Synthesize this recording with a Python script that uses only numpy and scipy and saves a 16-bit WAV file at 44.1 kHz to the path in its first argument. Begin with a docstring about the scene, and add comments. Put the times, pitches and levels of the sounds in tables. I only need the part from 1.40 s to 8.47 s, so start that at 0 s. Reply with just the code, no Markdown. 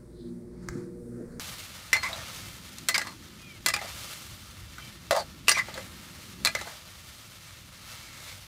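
"""A sizzle over a low gas rumble: fruit and meat frying in a steel wok on a portable stove, outdoors,
close to one microphone. The sizzle swells whenever wet pieces turn onto hot steel, then sinks back to a
simmer. Six times the metal spatula strikes the wok, bounces and scrapes on under the food, the scrapes
softer, grittier and lower as the blade slides deeper. Two faint falling squeaks come between strokes."""
import sys
import numpy as np
from scipy import signal
from scipy.fft import rfft, irfft, next_fast_len
from scipy.io import wavfile

SR = 44100
rng = np.random.default_rng(int(sys.argv[2]) if len(sys.argv) > 2 else 0)


def wrap_up_sound(samples):
    """Save the sound to the file named by the first command line argument, as 16-bit audio."""
    columns = np.atleast_2d(samples).T
    # keep every value between -1 and 1, then stretch to whole-number steps
    tamed = np.clip(columns, -1, 1)
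    steps = np.round(tamed * 32767).astype(np.int16)
    wavfile.write(sys.argv[1], SR, steps)


N = 311770
TIME = np.arange(N) / SR

# broad response of the steel bowl: f/Hz, level/dB
BOWL_RESPONSE = [(100, -20), (250, -16), (350, -4.5), (450, -5.5), (530, 0), (780, -3.5), (1200, 1.5),
                 (1800, 1), (2300, -3), (3000, -4), (4300, 4.5), (5500, 2), (7500, 4), (11000, -2),
                 (15500, -7)]
# modes of wok and blade: f/Hz, level/dB, t60/s
STEEL_MODES = [(520, -7, .14), (575, -9, .14), (635, -7.5, .18), (662, -3, .22), (825, -5, .2),
               (1071, -9, .16), (1177, -5, .2), (1234, -4, .2), (1655, -10, .15), (2012, -4.5, .2),
               (2068, -9, .18), (2305, -11, .12), (2684, -7, .13), (3618, -14, .15), (3977, -10, .15),
               (4152, -9, .21), (4275, -10, .28), (4790, -10, .2), (4965, -6, .22), (5799, -13, .3),
               (6850, -14, .14), (9084, -5, .11)]


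def from_db(db):
    """Decibels to gain."""
    return 10 ** (np.asarray(db) / 20)


def rms_one(x):
    """Scale to unit power."""
    return x / np.sqrt(np.mean(x ** 2) + 1e-20)


def at_hz(points, hz):
    """Read a spectrum on a log-frequency axis."""
    known_hz, level = np.transpose(points)
    return np.interp(np.log(hz + 1), np.log(known_hz), level)


def bump(hz, centre, width):
    """Shape of a resonance, 1 on top."""
    return 1 / (1 + (2 * (hz - centre) / width) ** 2)


def decay(t, t60):
    """Exponential fall of 60 dB in t60 seconds."""
    return np.exp(-np.log(1000) * t / t60)


def add(track, start_s, sound):
    """Mix a sound in at a given time."""
    start = max(round(start_s * SR), 0)
    track[start:start + len(sound)] += sound[:N - start]


def coloured(x, db_at):
    """Causal (minimum-phase) filter whose gain in dB is db_at(Hz)."""
    size = 2 * next_fast_len(len(x) // 2 + 1024)
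    hz = np.arange(size // 2 + 1) * SR / size
    cepstrum = irfft(np.log(from_db(db_at(hz))))
    cepstrum[1:size // 2] *= 2
    cepstrum[size // 2 + 1:] = 0
    return irfft(rfft(x, size) * np.exp(rfft(cepstrum)))[:len(x)]


def band(x, low_hz, high_hz):
    """Steep band-pass."""
    return signal.sosfilt(signal.butter(4, [low_hz, high_hz], "band", fs=SR, output="sos"), x)


def drift(per_s):
    """A random wander over time, spread about 1."""
    knots = rng.standard_normal(4096)
    return np.interp(TIME * per_s, np.arange(len(knots)), knots)


def grains(size, per_s, spread_db):
    """Random clicks of uneven strength."""
    strength = from_db(spread_db * np.minimum(rng.exponential(1, size), 5))
    return (rng.random(size) < per_s / SR) * strength * rng.choice([-1, 1], size)


def sizzle_swells(spray_weight, simmer_db=-56):
    """Each turn of the food swells the sizzle, which fades back to a simmer as the wet face dries."""
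    # wet food meets hot steel: peak t/s, level/dB, rise/s, fade/s, fine spray/dB
    turns = [(0.0, -43, 0.1, 0.35, 1.5), (0.4, -61, 0.14, 0.18, -4), (0.84, -46.5, 0.27, 0.15, -1.5),
             (0.99, -46, 0.13, 0.19, 2), (1.33, -54, 0.11, 0.46, 1), (2.45, -45.5, 0.056, 0.25, -0.5),
             (2.61, -44.5, 0.09, 0.32, 2.5), (3.45, -52, 0.082, 0.11, 0), (4.27, -50.5, 0.08, 0.42, -3),
             (4.47, -60.5, 0.075, 0.3, 9.5), (4.87, -55.5, 0.29, 0.24, 2.5), (5.33, -49, 0.29, 0.13, 0.5),
             (5.63, -54.5, 0.16, 0.82, 2.5), (6.52, -47.5, 0.072, 0.16, 0.5), (6.88, -52, 0.16, 0.36, 1.5)]
    power = from_db(simmer_db) ** 2
    for peak_s, level_db, rise_s, fade_s, spray_db in turns:
        t = TIME - peak_s
        swell = np.exp(-np.where(t < 0, (t / rise_s) ** 2, t / fade_s).clip(0, 20))
        power = power + (from_db(level_db + spray_weight * spray_db) * swell) ** 2
    return np.sqrt(power)


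def frying(hiss_gain=0.56, flicker_db=1.23, spit_db=20.0):
    """Countless tiny steam bubbles burst in the oil, with a louder spit now and then."""
    # spectrum of the bursting bubbles: f/Hz, level/dB
    spectrum = [(210, -34), (350, -9), (466, -9), (512, -2), (619, -7.5), (692, -7), (921, -4.5),
                (1050, -4.5), (1230, 0.5), (1550, -3.5), (1820, -2.5), (2500, 1.5), (3280, 4.5),
                (14500, -8), (15500, -12)]
    # resonances of the bowl's hollow: f/Hz, width/Hz, gain/dB
    hollow = [(611, 31, 8), (1347, 57, 3.5), (1840, 73, 8), (1880, 90, -7.5), (2080, 120, 1.5),
              (2621, 170, -9), (2654, 51, 12), (2920, 115, -2.5), (2980, 46, -1), (3300, 33, -15.5),
              (3920, 120, 0), (4250, 34, 4), (4770, 120, 2)]
    hollow_db = lambda hz: sum(db * bump(hz, centre, width) for centre, width, db in hollow)
    bubbles = rms_one(grains(N, per_s=7000, spread_db=2.0))
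    fizz = rms_one(bubbles + hiss_gain * rng.standard_normal(N))
    fizz *= from_db(flicker_db * drift(per_s=45))
    spits = from_db(spit_db) * grains(N, per_s=14, spread_db=0.0)
    sizzle = coloured(fizz + spits, lambda hz: at_hz(spectrum, hz) + hollow_db(hz))
    # a fine spray adds to the treble at the cost of the low, wet part
    ranges = [((350, 2500), -1.18, -1.22), ((2500, 7000), 0.0, 0), ((7000, 17000), -4.5, 1)]
    out = np.zeros(N)
    for edges_hz, trim_db, spray_weight in ranges:
        part = band(band(sizzle, *edges_hz)[::-1], *edges_hz)[::-1]   # both ways: no dip between bands
        out += sizzle_swells(spray_weight) * from_db(trim_db) * rms_one(part)
    return out


def burner(rumble_db=2.5, flutter_db=2.0, surge_db=2.5, flutter_share=0.13):
    """The turbulent gas flame rumbles and flutters under the wok, surging at random."""
    # strength of the flame: t/s, rumble level/dB, flutter level/dB
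    flame_levels = [(0.0, -54.5, -56), (0.35, -55, -59.5), (0.75, -53, -56), (1.61, -57, -53),
                    (3.13, -52.5, -60), (3.64, -55, -56), (4.35, -52, -53.5), (4.75, -55, -57),
                    (5.04, -51.5, -48.5), (5.38, -60.5, -64.5), (6.71, -55, -60.5), (7.07, -54, -65.5)]
    # spectrum of the flame: f/Hz, level/dB
    spectrum = [(12, -79), (20, -5), (31, -22), (52, -1), (102, 1.5), (155, -4.5), (208, -4), (235, -8),
                (312, -13), (343, -9), (387, -18.5), (461, -22), (500, -15), (650, -45), (1100, -120)]
    times, rumble_curve, flutter_curve = np.transpose(flame_levels)
    surge = surge_db * drift(per_s=9)
    rumble = np.interp(TIME, times, rumble_curve) + rumble_db + surge
    flutter = np.interp(TIME, times, flutter_curve) + flutter_db + flutter_share * surge
    out = np.zeros(N)
    for level_db, edges_hz in [(rumble, (22, 150)), (flutter, (150, 480))]:
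        flame = coloured(rng.standard_normal(N), lambda hz: at_hz(spectrum, hz))
        out += from_db(level_db) * rms_one(band(flame, *edges_hz))
    return out


def mode_ripple(step_hz=170, spread_db=3.0):
    """Crowded modes bunch and cancel differently at each striking point: a dB ripple over frequency."""
    knots = rng.standard_normal(256)
    return lambda hz: spread_db * np.interp(hz / step_hz, np.arange(len(knots)), knots)


def impact(t, hard_db, crack_db=6.5, clash_db=2.0, wash_db=-6.5, wash_hz=6000):
    """Blade meets steel: a crack, a short clash and a duller wash of crowded modes."""
    clash, wash = rng.standard_normal((2, len(t)))
    stretch = from_db(-0.25 * hard_db)   # a harder contact is over sooner
    pole = np.exp(-2 * np.pi * wash_hz / SR)
    force = from_db(clash_db) * clash * decay(t, t60=0.028 * stretch) / np.sqrt(stretch)
    force += from_db(wash_db) * signal.lfilter([1 - pole], [1, -pole], wash) * decay(t, t60=0.11)
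    force[0] += from_db(crack_db + hard_db)
    return force


def spatula_knocks(pivot_hz=2000, scatter_db=3.5, choke_s=0.13):
    """Each blow of the spatula sounds through the bowl and sets a few clear modes ringing."""
    # blows and bounces: t/s, level/dB, tilt/(dB per octave), contact f/Hz, its boost/dB,
    # hardness/dB, f/Hz of the mode hit best, its boost/dB
    blows = [(0.5304, -12, -1.6, 2350, 9, -2, 2068, 19), (0.5558, -28.5, -7, 1000, 9.5, -4, 1177, 8),
             (0.5662, -23.5, -4.5, 2200, 14, 3, 4275, 16), (0.6325, -24.5, -2.5, 1080, 21.5, -11, 2012, 9),
             (0.7298, -35, -0.5, 3830, 20.5, -9, 4152, 2), (1.3844, -41.5, 2.5, 3900, 7, 14.5, 4152, -2),
             (1.4862, -12.5, -0.5, 4220, -1, -13, 2068, 6), (1.5436, -23.5, -2, 4850, 17.5, -18, 2012, 12),
             (1.5802, -19, -1.5, 4960, 8, 12.5, 2012, 0), (1.615, -25.5, -3, 2000, 10, -13, 2068, -2),
             (1.67, -28.5, -4, 1030, 10, -15, 4275, 16), (2.2612, -12.5, -0.5, 3740, 4, -1, 2012, -0.5),
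             (2.2853, -18, -0.5, 2020, -3, -10, 4152, 11), (2.3388, -18.5, -1.5, 2520, 13.5, -4, 4790, 5),
             (2.364, -25.5, -2.5, 2400, 14, 13, 825, 13), (2.415, -28.5, -7.5, 714, 16, 12, 662, 2),
             (2.444, -34, -10, 850, 7, -6, 825, -4), (3.382, -37, -3, 1420, 14, -10, 1234, 14),
             (3.709, -12.5, -4, 635, 21, 6, 635, 6), (4.0821, -12, -0.5, 2727, 25.5, -11, 1177, 10.5),
             (4.0929, -13.5, 0, 9100, 11.5, 7, 9084, 23), (4.1158, -17, -0.5, 5000, 3, -6, 5799, 20.5),
             (4.17, -28.5, -7, 1100, 7, 1, 1071, 21), (4.2852, -33, -9, 800, 3, 13, 2012, 7),
             (4.3413, -37.5, 0, 3700, 18, -10, 4152, 0), (4.377, -32, -4.5, 570, 11, -2, 520, 26),
             (5.0496, -15.5, -0.2, 4000, 13, 15.5, 4152, 8), (5.0581, -19.5, -1.5, 4200, 9, 16, 4152, 27.5),
             (5.0724, -20.5, -1, 2460, 19.5, 13, 1655, 10), (5.1506, -20.5, -3, 2135, 19.5, 6, 2012, 1),
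             (5.212, -26.5, -4, 1550, -13, -12, 1655, -4), (5.271, -33, -8.5, 700, 13, -2, 662, -7)]
    # spectrum of a blow of middling hardness: f/Hz, level/dB
    middling_blow = [(750, -3), (2100, 2), (4900, -2.5), (10600, -3.5)]
    # how much of a blow goes into the clear rings: f/Hz, gain/dB
    ring_coupling = [(750, -26.5), (2100, -14), (4900, -16.5), (10600, -27.5)]
    out, t = np.zeros(N), TIME[:SR // 3]
    blow_hz, blow_db = np.transpose(middling_blow)
    mode_hz, mode_db, mode_t60 = np.transpose(STEEL_MODES)
    # the blade sinks into the food, which chokes the rings ever faster
    rings = np.sin(2 * np.pi * mode_hz[:, None] * t) * decay(t + t ** 2 / choke_s, mode_t60[:, None])
    for start_s, level_db, tilt, contact_hz, contact_db, hard_db, ring_hz, ring_db in blows:
        force = impact(t, hard_db)
        blow = np.column_stack([blow_hz, level_db + blow_db + tilt * np.log2(blow_hz / pivot_hz)])
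        # how the blade lands favours one range of frequencies
        contact = lambda hz: contact_db * bump(hz, contact_hz, width=0.19 * contact_hz)
        ripple = mode_ripple()
        colour = lambda hz: at_hz(blow, hz) + at_hz(BOWL_RESPONSE, hz) + contact(hz) + ripple(hz)
        add(out, start_s, coloured(force, colour))
        # where it lands decides which mode sings out
        struck_db = at_hz(blow, mode_hz) + at_hz(ring_coupling, mode_hz)
        struck_db += ring_db * bump(mode_hz, ring_hz, width=0.014 * ring_hz)
        gains = from_db(mode_db + struck_db + scatter_db * rng.standard_normal(len(mode_hz)))
        signs = rng.choice([-1, 1], len(mode_hz))
        add(out, start_s, (gains * signs) @ rings)
    return out


def blade_rasp(friction, pitch_hz, width_hz=150):
    """Friction drives the blade's gliding resonances and limits their swing, so the rasp holds on."""
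    # resonances of the rubbed blade: ratio to the main one, level/dB
    blade_modes = [(1, 9), (2.25, -16)]
    phase = 2 * np.pi * np.cumsum(pitch_hz) / SR
    rasp = 0
    for ratio, mode_db in blade_modes:
        carrier = np.exp(1j * ratio * phase)
        swing = signal.lfilter([1], [1, -np.exp(-np.pi * width_hz / SR)], friction / carrier)
        limited = swing / np.sqrt(abs(swing) + 1e-9)
        rasp = rasp + from_db(mode_db) * (carrier * limited).real
    return rasp


def spatula_scrapes(pitch_sag=0.07, slip_t60=0.0099, firm_db=-34, grit_hz=4500, low_cut_hz=470):
    """The blade rubs and slips, sagging in pitch as it travels; rasp and grit sound through the bowl."""
    # blade pushed along the steel: t/s, length/s, level/dB, starting f/Hz
    pushes = [(0.53, 0.071, -32, 2370), (0.625, 0.092, -34, 2210), (0.631, 0.071, -36.5, 1095),
              (0.685, 0.15, -42.5, 705), (1.544, 0.028, -21.5, 2156), (1.582, 0.052, -35, 2000),
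              (1.647, 0.11, -47, 990), (2.297, 0.021, -30, 2170), (2.335, 0.027, -32, 5000),
              (2.39, 0.018, -37, 2150), (2.417, 0.12, -50.5, 780), (3.715, 0.039, -21, 574),
              (3.744, 0.094, -26.5, 684), (3.746, 0.07, -32.5, 850), (3.772, 0.072, -39.5, 4700),
              (4.071, 0.014, -40, 2720), (4.109, 0.026, -24, 5130), (4.145, 0.055, -29.5, 2370),
              (4.162, 0.065, -36.5, 1150), (4.173, 0.052, -24, 2090), (4.225, 0.24, -61, 2060),
              (4.351, 0.093, -43.5, 550), (5.186, 0.03, -38, 1980), (5.25, 0.13, -49, 750),
              (6.046, 0.14, -59, 2310), (6.599, 0.57, -56, 2250), (6.871, 0.08, -49, 2320),
              (6.874, 0.039, -49.5, 3700)]
    out, t = np.zeros(N), TIME[:SR // 3]
    steel_peaks = lambda hz: np.max([bump(hz, mode[0], width=40) for mode in STEEL_MODES], axis=0)
    bowl = lambda hz: at_hz(BOWL_RESPONSE, hz) + 4.0 * steel_peaks(hz)
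    grit_colour = lambda hz: bowl(hz) - 6.0 * np.log10(1 + (hz / grit_hz) ** 2)
    for start_s, length_s, level_db, start_hz in pushes:
        catches = abs(grains(len(t), per_s=380, spread_db=5.0))
        slips = signal.lfilter([1], [1, -decay(1 / SR, slip_t60)], catches)
        travel = np.clip(t / length_s, 0, 1)
        pressure = np.clip(np.minimum(travel / 0.04, (1 - travel) / 0.65), 0, 1)   # bites, then eases
        blade_friction, grit_friction = (1 + rms_one(slips)) * rng.standard_normal((2, len(t)))
        blade = blade_rasp(blade_friction, start_hz * (1 - pitch_sag * travel))
        rasp = rms_one(coloured(pressure * blade, bowl))
        grit_db = -13 + 0.6441 * (firm_db - level_db)   # the lighter the scrape, the more of it is grit
        grit = from_db(grit_db) * rms_one(coloured(pressure * grit_friction, grit_colour))
        add(out, start_s, from_db(level_db) * np.sqrt(np.mean(pressure ** 2)) * (rasp + grit))
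    return signal.sosfilt(signal.butter(2, low_cut_hz, "high", fs=SR, output="sos"), out)


def reflections(x, level_db=-15.5, t60=0.099, delay_s=0.008, dull_hz=3000):
    """Nearby walls and floor return a weak, dull tail to the microphone."""
    t = TIME[:SR // 2]
    tail = rng.standard_normal(len(t)) * decay(t, t60) * (t > delay_s)
    tail = coloured(tail, lambda hz: -4.5 * np.log10(1 + (hz / dull_hz) ** 2))
    return from_db(level_db) * signal.fftconvolve(x, tail / np.linalg.norm(tail))[:N]


def squeaks(bend=2.3, waver=0.016, gain_db=3.0, flutter_db=3.5):
    """In each squeak two thin, unsteady harmonics sag in pitch together."""
    # t/s, length/s, fundamental f/Hz at start and at end, third and fourth harmonic level/dB
    glides = [(1.974, 0.23, 829, 666, -52.5, -60), (3.37, 0.15, 780, 767, -57, -54)]
    out = np.zeros(N)
    for start_s, length_s, start_hz, end_hz, *harmonic_db in glides:
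        size = int(length_s * SR)
        along = np.linspace(0, 1, size)
        pitch_hz = start_hz + (end_hz - start_hz) * along ** bend
        pitch_hz *= 1 + waver * drift(per_s=350)[:size]
        phase = 2 * np.pi * np.cumsum(pitch_hz) / SR
        tone = from_db(harmonic_db) @ np.sin(np.outer([3, 4], phase))
        envelope = from_db(gain_db + flutter_db * drift(per_s=125)[:size]) * np.sin(np.pi * along)
        add(out, start_s, envelope * tone)
    return out


def scene():
    """Spatula, food and flame close to one microphone."""
    spatula = spatula_knocks() + spatula_scrapes()
    return (spatula + reflections(spatula) + frying() + burner() + squeaks())[None]


def record(dry, ceiling=0.79, cutoff_hz=15500):
    """The hardest peaks are rounded and the top is cut."""
    low_pass = signal.ellip(10, .1, 80, cutoff_hz, fs=SR, output="sos")
    return signal.sosfilt(low_pass, ceiling * np.tanh(dry / ceiling))


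dry = scene()
out = record(dry)
wrap_up_sound(out)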